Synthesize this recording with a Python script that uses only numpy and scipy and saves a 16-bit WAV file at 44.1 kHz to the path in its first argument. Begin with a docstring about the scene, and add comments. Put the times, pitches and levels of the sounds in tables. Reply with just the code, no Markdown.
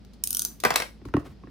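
"""A snap-off cutter's blade slides back, its spring clicking into nine notches and ringing the handle.
The cutter then drops on a wooden table and rattles to rest, each bounce sounding wood and plastic.
A hand shifts a large cardboard box, which lands on two edges so that its big panels boom.
There are light ticks and soft rubs. It is all heard close by, in a small, lively room with a low hum."""
import sys
import numpy as np
from scipy import signal
from scipy.fft import rfft, irfft
from scipy.io import wavfile

SR = 44100
rng = np.random.default_rng(int(sys.argv[2]) if len(sys.argv) > 2 else 0)


def wrap_up_sound(samples):
    """Save the sound to the file named by the first command line argument, as 16-bit audio."""
    columns = np.atleast_2d(samples).T
    # keep every value between -1 and 1, then stretch to whole-number steps
    tamed = np.clip(columns, -1, 1)
    steps = np.round(tamed * 32767).astype(np.int16)
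    wavfile.write(sys.argv[1], SR, steps)


N = 66150
T = np.arange(SR // 4) / SR  # the clock for one short sound, in seconds


def amp(db):
    """Turns decibels (dB) into a number to multiply by."""
    return 10 ** (np.asarray(db) / 20)


def unit(x):
    """Scales a sound so that its channels have an average energy of one."""
    return x / np.sqrt(np.mean(np.sum(x ** 2, -1)) + 1e-20)


def read(points, hz):
    """Reads between the rows of a table, giving every octave equal space."""
    f, value = np.transpose(points)
    return np.interp(np.log(hz + 1), np.log(f + 1), value)


def add(mix, start, sound):
    """Mixes a sound in at its start time in seconds."""
    part = mix[:, round(start * SR):][:, :sound.shape[-1]]
    part += sound[..., :part.shape[1]]


def colour(x, points, size=4096):
    """Makes each frequency louder or softer as a table says, with no sound ahead of its cause."""
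    log_gain = np.log(amp(read(points, abs(np.fft.fftfreq(size, 1 / SR)))))
    taps = np.fft.ifft(np.exp(np.conj(signal.hilbert(log_gain)))).real[:size // 2]
    return signal.fftconvolve(x, taps[None], axes=1)[:, :x.shape[1]]


def dull(x, hz):
    """Gently softens the treble above hz: a higher value leaves a brighter sound."""
    r = np.exp(-2 * np.pi * hz / SR)
    return signal.lfilter([1 - r], [1, -r], x)


def noise(count, width):
    """Left and right noise: the same at width 0, unrelated at width 1."""
    mid, side = rng.standard_normal((2, count))
    return np.array([mid + width * side, mid - width * side])


def fade(t, fade_s):
    """Stays full until t is zero, then falls by 60 dB in each fade time, fade_s."""
    return np.exp(-np.log(1000) * np.maximum(t, 0) / fade_s)


def burst(tone, hold_s, fade_s, width):
    """A contact chatters for a moment, then dies away in so many tones that they blur into noise."""
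    return unit(colour(noise(len(T), width) * fade(T - hold_s, fade_s), tone))


def ring(tones, spread_db=0, detune=0):
    """A struck object's fading tones; spread_db and detune vary their strength and pitch by chance."""
    hz, db, fade_s = np.transpose(tones)[:, :, None]
    strength, shift = rng.standard_normal((2, *hz.shape))
    phase = 2 * np.pi * hz * (1 + detune * shift) * T + np.pi * np.arange(len(hz))[:, None]
    rise = 1 - np.exp(-T / 0.0003)
    loudness = amp(db + spread_db * strength) * fade(T, fade_s) * rise
    return unit((loudness * np.sin(phase)).sum(0))


def pan(x, balance):
    """Leans each frequency to the left or right."""
    lean_db = read(balance, np.fft.rfftfreq(N, 1 / SR))
    return irfft(rfft(x) * amp(np.outer([.5, -.5], lean_db)), N)


def out_of_step(x):
    """Sound reaches two closely spaced microphones slightly out of step."""
    # Each row: frequency in Hz, angle in radians by which the left side leads.
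    left_lead = [(330, -1.14), (600, 1.58), (1500, 1.5), (2600, 0.77), (4200, 0), (5300, -1.9),
                 (6200, -0.75), (7900, 4), (9700, 0.13), (10900, -1.1), (11900, -4.5), (13700, -5),
                 (16000, -9.5)]
    angle = read(left_lead, np.fft.rfftfreq(N, 1 / SR))
    return irfft(rfft(x) * np.exp(.5j * np.outer([1, -1], angle)), N)


def room(x, tail_db):
    """The room adds a few near echoes and a tail of many blurred ones."""
    # Each row: delay in seconds, left gain, right gain.
    echoes = [(.0092, 0.14, 0.14), (0.0202, -.06, .07)]
    # Each row: frequency in Hz, the tail's fade time in seconds.
    fade_times = [(120, 0.22), (300, 0.38), (700, 0.21), (4000, 0.24), (15000, 0.26)]
    # Each row: frequency in Hz, the tail's boost or cut in dB.
    tail_tone = [(120, -2.5), (290, -10.5), (520, 2.5), (1200, 1.5), (3000, 2.5), (10000, -0.5), (12000, 3),
                 (14000, -0.5)]
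    hiss = noise(SR, width=0.54)
    grains = np.sign(hiss) * abs(hiss) ** 1.56  # a power above 1 makes single echoes stand out
    hz, t, bands = signal.stft(grains, SR, nperseg=256)
    bands = bands + (bands.mean(0) - bands) / (1 + (hz[:, None] / 350) ** 4)  # centres the bass
    tail = signal.istft(bands * fade(t, read(fade_times, hz)[:, None]), SR, nperseg=256)[1]
    rise = np.minimum(np.arange(tail.shape[1]) / SR / 0.0022, 1)
    response = amp(tail_db) * colour(unit(tail * rise), tail_tone)
    pulse = signal.unit_impulse(len(T))
    bright_echo = pulse - dull(pulse, 1200)  # small nearby surfaces reflect only the treble
    for delay, left, right in echoes:
        add(response, delay, np.outer([left, right], bright_echo))
    return x + signal.fftconvolve(x, response, axes=1)[:, :N]


def background():
    """Low room rumble, faint hiss and a steady hum."""
    # Each row: frequency in Hz, the noise's boost or cut in dB.
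    air_tone = [(15, -15.5), (55, -3.5), (125, -2.5), (220, 0), (350, -10.5), (600, -19.5), (1200, -27.5),
                (2200, -31), (4200, -32), (5200, -32), (6500, -44), (16000, -60.5)]
    air_db, hum_hz, hum_db = -51, 54.7, -48
    hiss = noise(N + SR, width=0.48) + 0.64 * np.diff(noise(N + SR + 1, width=1.0))
    air = colour(hiss, air_tone)[:, SR:]
    hum = np.sin(2 * np.pi * hum_hz * np.arange(N) / SR)
    return amp(air_db) * np.sqrt(N) * unit(air) + amp(hum_db) * hum


def light_ticks():
    """Light ticks of plastic and card, including the crisp edge of the box's bumps."""
    # Each row: start in seconds, level in dB, fade time in seconds, brightness in Hz.
    ticks = [(.049, -33.5, 0.013, 2500), (.134, -32, 0.069, 3020), (0.6018, -14.5, 0.024, 15000),
             (1.053, -27.5, 0.048, 1000), (1.086, -37, 0.0062, 2490), (1.139, -26.5, 0.0056, 15000),
             (1.167, -25.5, 0.0185, 3920), (1.195, -32.5, 0.087, 15000)]
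    # Each row: frequency in Hz, boost or cut in dB.
    tick_tone = [(300, -14), (2500, -10), (4200, 0.5), (6000, -0.5), (8000, -3.5), (10000, -1.5),
                 (12200, -14.5), (14500, 2.5), (17000, -20.5)]
    out = np.zeros((2, N))
    for start, db, fade_s, bright_hz in ticks:
        tick = burst(tick_tone, 0, fade_s, width=0.54)
        add(out, start, amp(db) * unit(dull(tick, bright_hz)))
    return out_of_step(out)


def rubs():
    """Hands, sleeves and the box rub: a soft scrape swells and fades over a low shudder."""
    # Each row: start in seconds, length in seconds, scrape level in dB, shudder level in dB.
    slides = [(0.361, 0.24, -18, -18.5), (1.05, 0.064, -25.5, -6.5), (1.236, 0.056, -12.5, -17),
              (1.266, 0.085, -22.5, -10)]
    # Each row of both tables: frequency in Hz, boost or cut in dB.
    scrape_tone = [(100, -7.5), (240, 17), (600, -3), (1400, -5), (5000, -19), (16000, -29.5)]
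    shudder_tone = [(30, -4), (80, -2), (200, -11.5), (1200, -65)]
    out = np.zeros((2, N))
    for start, length, scrape_db, shudder_db in slides:
        rub = noise(len(T), width=0.19) * np.sin(np.pi * np.minimum(T / length, 1)) ** 2
        add(out, start, amp(scrape_db) * unit(colour(rub, scrape_tone)))
        add(out, start, amp(shudder_db) * unit(colour(rub, shudder_tone)))
    return out


def box_bumps():
    """A box edge taps the table, and a wave bends through the card and sets the big panels booming."""
    # Each row: start in seconds, boom level in dB, tap level in dB, tap brightness in Hz.
    bumps = [(1.015, -17.5, -29.5, 1500), (1.052, -8.5, -16.5, 4000), (1.086, -19, -22.5, 2000),
             (1.1393, 11.5, -1.5, 2800), (1.1667, 6, 0, 1300), (1.436, -16, -21, 1500),
             (1.472, -17, -23, 1000)]
    # The panels' low tones. Each row: pitch in Hz, relative level in dB, fade time in seconds.
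    panels = [(77, -11, 0.094), (113, -6.5, 0.072), (159.6, 3, 0.0315), (288.7, -11.5, 0.11)]
    # The edge's tap. Each row: frequency in Hz, boost or cut in dB.
    tap_tone = [(100, 0.5), (600, -14), (1050, 0), (1600, -9.5), (2800, -17.5), (3300, -24.5), (16000, -65)]
    # The wave's treble arrives first, so its pitch falls.
    start_hz, end_hz, fall_s, peak_s = 1071, 261, 0.00369, 0.01004
    glide_hz = end_hz + (start_hz - end_hz) * np.exp(-T / fall_s)
    swell = np.minimum(T / peak_s, 1) ** 1.6 * fade(T - peak_s, fade_s=0.043)
    boom = swell * np.sin(2 * np.pi * np.cumsum(glide_hz) / SR)
    t = np.maximum(T - peak_s * 0.877, 0)  # the panels join just before the wave peaks
    rise = 1 - np.exp(-(t / 0.0028) ** 2)
    for hz, db, fade_s in panels:
        boom += amp(db) * rise * fade(t, fade_s) * np.sin(2 * np.pi * hz * t)
    out = np.zeros((2, N))
    for start, boom_db, tap_db, bright_hz in bumps:
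        tap = burst(tap_tone, hold_s=0.0023, fade_s=0.012, width=0.41)
        add(out, start, amp(boom_db) * unit(boom) + amp(tap_db) * unit(dull(tap, bright_hz)))
    return out


def cutter_bounces():
    """Each bounce thumps the table, leaves a duller ring in it and clacks the cutter's plastic shell."""
    # Each row: start in seconds, wood level in dB, wood brightness in Hz,
    # clack level in dB, clack brightness in Hz, contact length in seconds.
    bounces = [(0.6372, 3, 2500, -2.5, 9000, 0.0014), (0.6498, 12, 2150, 2, 12000, 0.0018),
               (0.705, 6.5, 2220, -3, 6000, 0.0021), (0.7398, -5.5, 3500, -8.5, 3000, 0.0013),
               (0.7567, -12, 2970, -4, 6000, 0.0028), (0.7585, 3.5, 3500, 8.5, 16000, 0.0026),
               (0.8004, -2.5, 4060, -2.5, 3500, .0015), (0.8205, -4, 3560, -5.5, 3000, 0.004)]
    # Clear ringing tones. Each row of both: pitch in Hz, relative level in dB, fade time in seconds.
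    table_tones = [(493, -10, 0.1), (613, -0.5, 0.057), (830, 1.5, 0.054), (1021, 5, 0.033),
                   (1226, -3, 0.062), (1494, -1, 0.097), (1968, 7, 0.024)]
    shell_tones = [(2190, 1, 0.039), (2610, -8, 0.0047), (3580, -1.5, 0.01), (4050, -1.5, 0.016),
                   (4890, -5.5, 0.015), (5800, -4.5, 0.011), (7840, 6.5, 0.0137)]
    # The noisy blur of crowded tones. Each row of both: frequency in Hz, boost or cut in dB.
    wood_blur = [(60, -41), (130, -3.5), (260, -5), (450, 1), (700, 1), (1400, 3), (2200, -1.5), (2800, -4),
                 (6000, -8), (16000, -3.5)]
    shell_blur = [(200, -7.5), (1000, -3), (2500, 1.5), (4400, -2), (5600, 2.5), (6800, -3), (9500, -2),
                  (11000, -0.5), (12200, -24.5), (13500, 0), (15300, -5.5), (16500, -28.5)]
    # Each row: frequency in Hz, left level minus right level in dB.
    balance = [(300, -0.5), (600, 4.5), (1100, -2.5), (2100, 4), (4000, 1.5)]
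    out = np.zeros((2, N))
    for start, wood_db, wood_hz, clack_db, clack_hz, hold_s in bounces:
        thump = amp(-0.5) * burst(wood_blur, hold_s, fade_s=0.021, width=0.33)
        after_ring = unit(dull(burst(wood_blur, hold_s, fade_s=0.082, width=0.3), 1800))
        wood = thump + after_ring + amp(1) * ring(table_tones, spread_db=2.0, detune=0.014)
        rattle = burst(shell_blur, hold_s, fade_s=0.015, width=0.36)
        clack = rattle + amp(-5) * ring(shell_tones, spread_db=5.0, detune=0.02)
        add(out, start, amp(wood_db) * unit(dull(wood, wood_hz)))
        add(out, start, amp(clack_db) * unit(dull(clack, clack_hz)))
    return out_of_step(pan(out, balance))


def cutter_ratchet():
    """The slider's spring scrapes over each tooth, snaps into the notch and rings the handle."""
    # The handle's tones shift as the blade moves. Each row: start in seconds, level in dB,
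    # low, middle and high pitch in Hz, tilt towards the top treble in dB.
    notches = [(.2376, 2, 5370, 5820, 9900, 1), (0.2727, -3, 3950, 6300, 8920, 0),
               (0.3055, -0.5, 4330, 6170, 9500, 0), (0.3284, -3, 4400, 6800, 8100, -1),
               (0.3474, -0.5, 4840, 5800, 7700, 0), (.3689, -0.5, 4640, 6200, 8700, 1),
               (0.3932, 1, 5160, 6320, 9800, -0.5), (.4192, -1.5, 5700, 6480, 9000, -1),
               (0.4495, 0.5, 4020, 6000, 7140, -0.5)]
    # The handle's low, middle and high tone. Each row: relative level in dB, fade time in seconds.
    handle = [(-8, .008), (3, 0.012), (6, 0.013)]
    # The spring's snap. Each row: frequency in Hz, boost or cut in dB.
    snap_tone = [(200, -33), (1000, -14.5), (2100, -20.5), (3000, -8), (5000, -1), (7600, 1), (9300, 6.5),
                 (11800, -3.5), (13000, 7), (15500, 1.5), (17000, -21)]
    scrape_s, spring_fade_s = 0.00065, 0.009
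    hollow_hz, hollow_fade_s = 1455, 0.044
    out = np.zeros((2, N))
    for count, (start, db, *pitches, tilt_db) in enumerate(notches, 1):
        click = amp(-9) * burst(snap_tone, scrape_s, spring_fade_s, width=0.391)  # over the tooth
        snap = burst(snap_tone, hold_s=0.00094, fade_s=spring_fade_s, width=0.4)
        handle_tones = [(hz, *row) for hz, row in zip(pitches, handle)]
        add(click, scrape_s, snap + amp(-4.5) * ring(handle_tones, spread_db=7.0))
        slid_in = count / len(notches)  # the handle's hollow ring grows as the blade slides in
        click += slid_in * amp(-24.5) * ring([(hollow_hz, 0, hollow_fade_s)])
        add(out, start, amp(db) * colour(click, [(6000, -tilt_db), (14000, tilt_db)]))
    return out_of_step(out)


def scene():
    """All the sounds together in the room."""
    clicks = room(cutter_ratchet() + light_ticks(), tail_db=-8)
    bounces = room(cutter_bounces(), tail_db=-7)
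    box = room(box_bumps() + rubs(), tail_db=-8.5)
    return clicks + bounces + box + background()


def record(dry):
    """The microphone loses the deepest bass and the very highest treble."""
    low_cut_hz, high_cut_hz = 47, 16600
    thinned = signal.sosfilt(signal.butter(2, low_cut_hz, "high", fs=SR, output="sos"), dry)
    treble_cut = signal.firwin(255, high_cut_hz, window=("kaiser", 9), fs=SR)
    return signal.oaconvolve(thinned, treble_cut[None], "same")


dry = scene()
out = record(dry)
wrap_up_sound(out)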